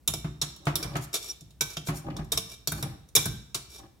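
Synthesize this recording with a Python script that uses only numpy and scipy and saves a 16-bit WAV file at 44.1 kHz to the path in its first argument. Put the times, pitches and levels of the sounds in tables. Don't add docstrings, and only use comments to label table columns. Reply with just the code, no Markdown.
import sys
import numpy as np
from scipy import signal
from scipy.fft import rfft, irfft, next_fast_len
from scipy.io import wavfile
from scipy.ndimage import uniform_filter1d

SR = 44100
rng = np.random.default_rng(int(sys.argv[2]) if len(sys.argv) > 2 else 0)


def file_out(sig):
    cols = np.atleast_2d(sig).T
    lim = np.clip(cols, -1, 1)
    pcm = np.round(lim * 32767).astype(np.int16)
    wavfile.write(sys.argv[1], SR, pcm)


N = 176400
TIME = np.arange(N) / SR
ONE_SECOND = TIME[:SR]
HIT_DB, RING_DB = 27, -14.5
PAN_LIKENESS = 0.52

def gain(db):
    return 10 ** (np.asarray(db) / 20)

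def unit(x):
    return x / np.sqrt(np.sum(x ** 2, axis=-1, keepdims=True) + 1e-18)

def fade(fade_s, t=ONE_SECOND):
    return np.exp(-np.log(1000) * t / fade_s)

def colour(x, points):
    size = next_fast_len(x.shape[-1] + 4096)
    size += size % 2
    hz, db = np.array(points, float).T
    curve_db = np.interp(np.log(np.fft.rfftfreq(size, 1 / SR) + 1), np.log(hz), db)
    cepstrum = irfft(np.log(gain(curve_db)))
    cepstrum[1:size // 2] *= 2
    cepstrum[size // 2 + 1:] = 0
    response = np.exp(rfft(cepstrum))
    response /= np.sqrt(np.mean(abs(response) ** 2))
    return irfft(rfft(x, size) * response)[..., :x.shape[-1]]

def only(x, kind, hz):
    return signal.sosfilt(signal.butter(2, hz, kind, fs=SR, output="sos"), x)

def noise(count, likeness):
    mid, side = rng.standard_normal((2, count))
    return (np.sqrt(1 + likeness) * mid + np.sqrt(1 - likeness) * np.array([side, -side])) / np.sqrt(2)

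def add(out, start_s, x):
    i = int(start_s * SR)
    out[..., i:i + x.shape[-1]] += x[..., :max(N - i, 0)]

def through(x, response):
    return signal.fftconvolve(np.atleast_2d(x), response, axes=-1)[:, :N]

def swell(start_s, length_s):
    return np.sin(np.pi * np.clip((TIME - start_s) / length_s, 0, 1)).clip(0) ** .5

def crackle(per_s, spread_db=8.5):
    clicks = (rng.random(N) < per_s / SR) * rng.choice([-1, 1], N)
    clicks = clicks * gain(spread_db * rng.standard_normal(N).clip(-2, 2))
    return clicks / (clicks.std() + 1e-12)

# pitch_hz, level_db
AIR_TONE = [(20,-40),(58,7.5),(100,-3),(250,-9),(600,-21.5),(2000,-31.5),(16000,-35)]
def room_air():
    return gain(-59) * colour(noise(N, 0.66), AIR_TONE)

def ring(notes):
    t = ONE_SECOND[:SR // 3]
    out = np.zeros((2, len(t)))
    for hz, db in notes:
        strength, detune, apart, phase = rng.standard_normal(4)
        pair_hz = hz * (1 + 0.0036 * detune + 0.007 * apart * np.array([-.5, .5]))
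        first = np.sin(2 * np.pi * pair_hz[0] * t)
        second = np.sin(2 * np.pi * pair_hz[1] * t + np.pi * phase) / 2
        out += gain(db + 7 * strength) * np.array([first + second, first - second])
    return unit(out * fade(0.16, t))

def wire_buzz(hz):
    buzz = only(noise(SR, PAN_LIKENESS), "band", hz * 2 ** (np.array([-1, 1]) / 20))
    return unit(buzz * fade(0.047))[:, :SR // 3]

# pitch_hz, level_db
WALL_NOTES = [(3257,-12),(3700,-2),(5617,-8),(7280,-7),(9900,-2)]
BODY_NOTES = [(452,2),(1530,-8.5),(2330,4)]
# start_s, level_db, chatter_s, bass_db, treble_db, body_ring_db, wire_pitch_hz
WIRE_HITS = [(0.0759,-19.5,0.0033,-11.5,2.5,-11,7070),(0.1376,-30,0.00058,8.5,4.5,-1,5440),(0.415,-25.5,0.008,-6.5,-3.5,-12,4140),
             (0.7555,-21.5,0.00022,1,4.5,-6.5,5390),(0.827,-31.5,0.0068,0,2,9.5,5000),(1.142,-26,0.0028,2.5,1,-1,3560),
             (1.6084,-22,0.0053,-5,0,5.5,5840),(1.7685,-32,0.0025,3.5,-10.5,-10,3210),(1.871,-37.5,0.0023,2,-2,10,7450),
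             (2.166,-40,0.0026,6.5,-3.5,-11,3530),(2.3192,-22.5,0.0061,-7,3,-1.5,3760),(2.3745,-22.5,0.0023,5.5,2,-2,3800),(2.6736,-24.5,0.0012,-4,-0.5,-9,4410),(2.719,-27.5,0.0032,5.5,16,-1.5,1500),
             (2.8262,-31,0.00081,-3.5,4.5,3.5,3900),(3.1516,-12.5,0.0095,-6,9,-0.5,7150),(3.161,-17,0.0056,-16,-1.5,2.5,3780),(3.2563,-27,0.0013,11.5,9.5,-3.5,1540),(3.5449,-26.5,0.0091,0.5,0.5,-6,4260)]
def clanks():
    force, rings, t = np.zeros(N), np.zeros((2, N)), ONE_SECOND[:SR // 20]
    for start_s, db, chatter_s, bass_db, treble_db, body_db, wire_hz in WIRE_HITS:
        contact = rng.standard_normal(len(t)) * np.exp(-t / chatter_s)
        contact[0] += 1.36
        tone = [(900, bass_db), (3000, 0), (5500, 0), (11000, treble_db)]
        add(force, start_s, gain(db + HIT_DB) * unit(colour(contact, tone)))
        wall = gain(RING_DB) * ring(WALL_NOTES)
        body = gain(body_db - 15.5) * ring(BODY_NOTES)
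        wire = gain(-10) * wire_buzz(wire_hz)
        add(rings, start_s, gain(db + HIT_DB) * (wall + body + wire))
    return force, rings

# pitch_hz, level_db
CLASH_TONE = [(100,-18.5),(400,0.5),(1400,-6.5),(1900,-16),(2800,-5),(3700,6),(4800,-3.5),(5600,5),(6400,-4.5),(7300,1),(10000,-5),(12500,-5.5),(15500,-16)]
def wall_clash(force):
    clash = unit(noise(SR, PAN_LIKENESS) * fade(0.061))
    tick = gain(-6) * unit(noise(SR, PAN_LIKENESS) * fade(0.012))
    return through(force, unit(colour(clash + tick, CLASH_TONE)))

# pitch_hz, level_db, fade_s
GRATE_NOTES = [(62.8,-19.5,0.99),(127.6,-12,0.28),(150.8,1,0.21),(209.6,-22,0.41),(292.4,-11.5,0.22),(363.3,-17.5,0.33),(690.7,-9,0.063)]
# pitch_hz, level_db
KNOCK_TONE = [(60,-4),(300,-5.5),(1250,0),(1700,-6.5),(2100,-7.5),(4000,-17),(16000,-33.5)]
RUMBLE_TONE = [(20,-63),(38,-29.5),(55,2.5),(80,-8),(125,1),(170,-5),(230,-13.5),(2000,-84)]
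# start_s, level_db, extra_knock_db, extra_rumble_db
PAN_THUMPS = [(0.082,-39.5,13,13),(0.139,-36.5,-6,-10),(0.2447,-29,1,0.5),(0.424,-36.5,10,-0.5),(0.669,-24,11.5,-4.5),(0.845,-38.5,11,10),(.955,-29,12,-30),
              (1.415,-49.5,-52,13.5),(1.612,-42.5,18,7.5),(1.771,-35.5,-16,0.5),(1.886,-23.5,5,-7),(2.088,-34.5,-10,5),(2.191,-32.5,-1,0),(2.327,-36.5,11.5,10),
              (2.68,-34.5,-4,-16),(2.721,-34.5,7.5,8),(2.829,-38.5,12,10.5),(3.167,-32.5,15,5),(3.260,-31.5,-0.5,9.5),(3.55,-44,14,4.5)]
def thumps():
    bounces, knock_power, rumble_power = np.zeros((3, N))
    t = ONE_SECOND[:SR * 3 // 4]
    for start_s, db, knock_db, rumble_db in PAN_THUMPS:
        tunings = 1 + 0.021 * rng.standard_normal(len(GRATE_NOTES))
        bounce = np.zeros(len(t))
        for (hz, note_db, fade_s), tuning in zip(GRATE_NOTES, tunings):
            strength = gain(note_db + rng.uniform(-3, 3))
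            bounce += strength * np.sin(2 * np.pi * hz * tuning * t) * fade(fade_s, t)
        soft_start = 1 - fade(0.022, t)
        add(bounces, start_s, gain(db + 4.5) * bounce * soft_start)
        add(knock_power, start_s, (gain(db + knock_db - 11.5) * fade(0.15)) ** 2)
        add(rumble_power, start_s, (gain(db + rumble_db - 7.5) * fade(0.57)) ** 2)
    knocks = colour(np.sqrt(knock_power) * noise(N, 0.1), KNOCK_TONE)
    rumble = colour(np.sqrt(rumble_power) * noise(N, 0.13), RUMBLE_TONE)
    return bounces + knocks + rumble

# start_s, level_db
WIRE_TAPS = [(.562,-48),(0.6542,-44.5),(.967,-38),(1.4087,-51),(1.506,-58.5),(1.7036,-43.5),(2.2455,-56.5),(3.088,-57.5)]
def taps():
    force = np.zeros(N)
    for start_s, db in WIRE_TAPS:
        add(force, start_s, gain(db + HIT_DB) * unit(rng.standard_normal(SR) * fade(0.0092)))
    return force

# pitch_hz, level_db
PULP_TONE = [(80,-37),(250,18.5),(600,12.5),(2000,-3.5),(4000,-15.5),(16000,-9)]
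# start_s, length_s, level_db, extra_rumble_db
PULP_SQUEEZES = [(0.563,0.29,-58,-3),(0.698,0.34,-46.5,5),(0.93,0.091,-45.5,4.5),(1.864,0.13,-47,0),(2.042,0.091,-41,4.5),(2.12,0.12,-45,11.5),(2.708,0.26,-46,6.5),(3.78,0.093,-52.5,0.5)]
def squishes():
    pops_per_s, pop_cycles = 420, 9.1
    squeeze, shake = np.zeros((2, N))
    for start_s, length_s, db, rumble_db in PULP_SQUEEZES:
        squeeze += gain(db) * swell(start_s, length_s)
        shake += gain(db + rumble_db) * swell(start_s, length_s)
    rumble = colour(shake * noise(N, 0.17), RUMBLE_TONE)
    pops = np.zeros((2, N))
    for when, pitch, size, side in rng.random((int(pops_per_s * N / SR), 4)):
        hz = 250 * 20 ** pitch
        cycles = hz * ONE_SECOND[:int(SR * pop_cycles / hz)]
        phase = 2 * np.pi * cycles * (1 + 0.054 * cycles / pop_cycles)
        ear_shift = np.array([[1], [-1]]) * (side - .5) * np.pi
        pop = np.sin(phase + ear_shift) * fade(pop_cycles, cycles)
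        add(pops, when * N / SR, hz * gain(9 * size ** 2) * pop)
    pulp = colour(through(pops, noise(SR, 0.84) * fade(0.044)), PULP_TONE)
    return gain(1.5) * squeeze * pulp / pulp.std() + gain(0.5) * rumble

# start_s, length_s, level_db
JUICE_SPURTS = [(1.005,0.048,-40.5),(1.85,0.06,-38),(1.938,0.064,-42),(2.738,.09,-46.5)]
def juice():
    flow = sum(gain(db) * swell(start_s, length_s) for start_s, length_s, db in JUICE_SPURTS)
    snaps = flow * crackle(per_s=2500)
    drops = through(snaps, unit(noise(SR, PAN_LIKENESS) * fade(0.044)))
    return only(drops, "band", [3800, 13000])

# start_s, length_s, level_db
WIRE_SLIDES = [(1.129,0.049,-26.5),(1.203,0.11,-41),(1.293,0.037,-43),(1.676,0.078,-45),(2.477,0.079,-45),(3.685,0.12,-45)]
def scrapes():
    pressure = sum(gain(db - 3.5) * swell(start_s, length_s) for start_s, length_s, db in WIRE_SLIDES)
    return pressure * crackle(per_s=1700)

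# time_s, left_minus_right_db
WIRE_PLACES = [(.75,-2),(1.15,0),(1.65,-2.5),(2.3,-1)]
def masher():
    hit_force, hit_rings = clanks()
    tap_force, slide_force = taps(), scrapes()
    steel = wall_clash(hit_force + tap_force + slide_force) + hit_rings
    steel += gain(RING_DB) * through(slide_force, ring(BODY_NOTES + WALL_NOTES))
    balance_db = np.interp(TIME, *np.array(WIRE_PLACES).T)
    return steel * gain(np.array([balance_db, -balance_db]) / 2)

def squeak():
    waver = uniform_filter1d(rng.standard_normal(N), size=40)
    pitch_hz = 5680 * (1 + 0.025 * waver / waver.std())
    phase = 2 * np.pi * np.cumsum(pitch_hz) / SR + np.array([[0], [1]])
    return gain(-30) * swell(start_s=1.291, length_s=0.03) * np.sin(phase)

def plop(start_s=2.086, start_hz=560):
    out = np.zeros(N)
    phase = 2 * np.pi * start_hz * ONE_SECOND * (1 + 2 * ONE_SECOND)
    bubbles = np.sin(phase) + .5 * np.sin(1.22 * phase)
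    add(out, start_s, gain(-29.5) * fade(0.038) * bubbles)
    return out

def microphones(x):
    mid = x.mean(axis=0)
    side, mismatch = x - mid, 0.24
    return mid + only(side, "high", 664) + mismatch * side

def kitchen(x):
    low = only(noise(SR, 0) * fade(0.61), "low", 5000)
    high = only(noise(SR, 0) * fade(0.38), "high", 5000)
    echo = low + high
    mid = echo.mean(axis=0)
    echo = mid + only(echo - mid, "high", 450)
    soft_start = 1 - fade(0.04)
    return x + gain(-10) * through(x, unit(echo * soft_start))

def scene():
    air = room_air()
    mashing = masher() + juice() + thumps() + plop() + squishes()
    return kitchen(microphones(mashing)) + squeak() + air

def record(dry):
    top_hz = 15900
    return signal.sosfilt(signal.ellip(8, .2, 80, top_hz, fs=SR, output="sos"), dry)

dry = scene()
out = record(dry)
file_out(out)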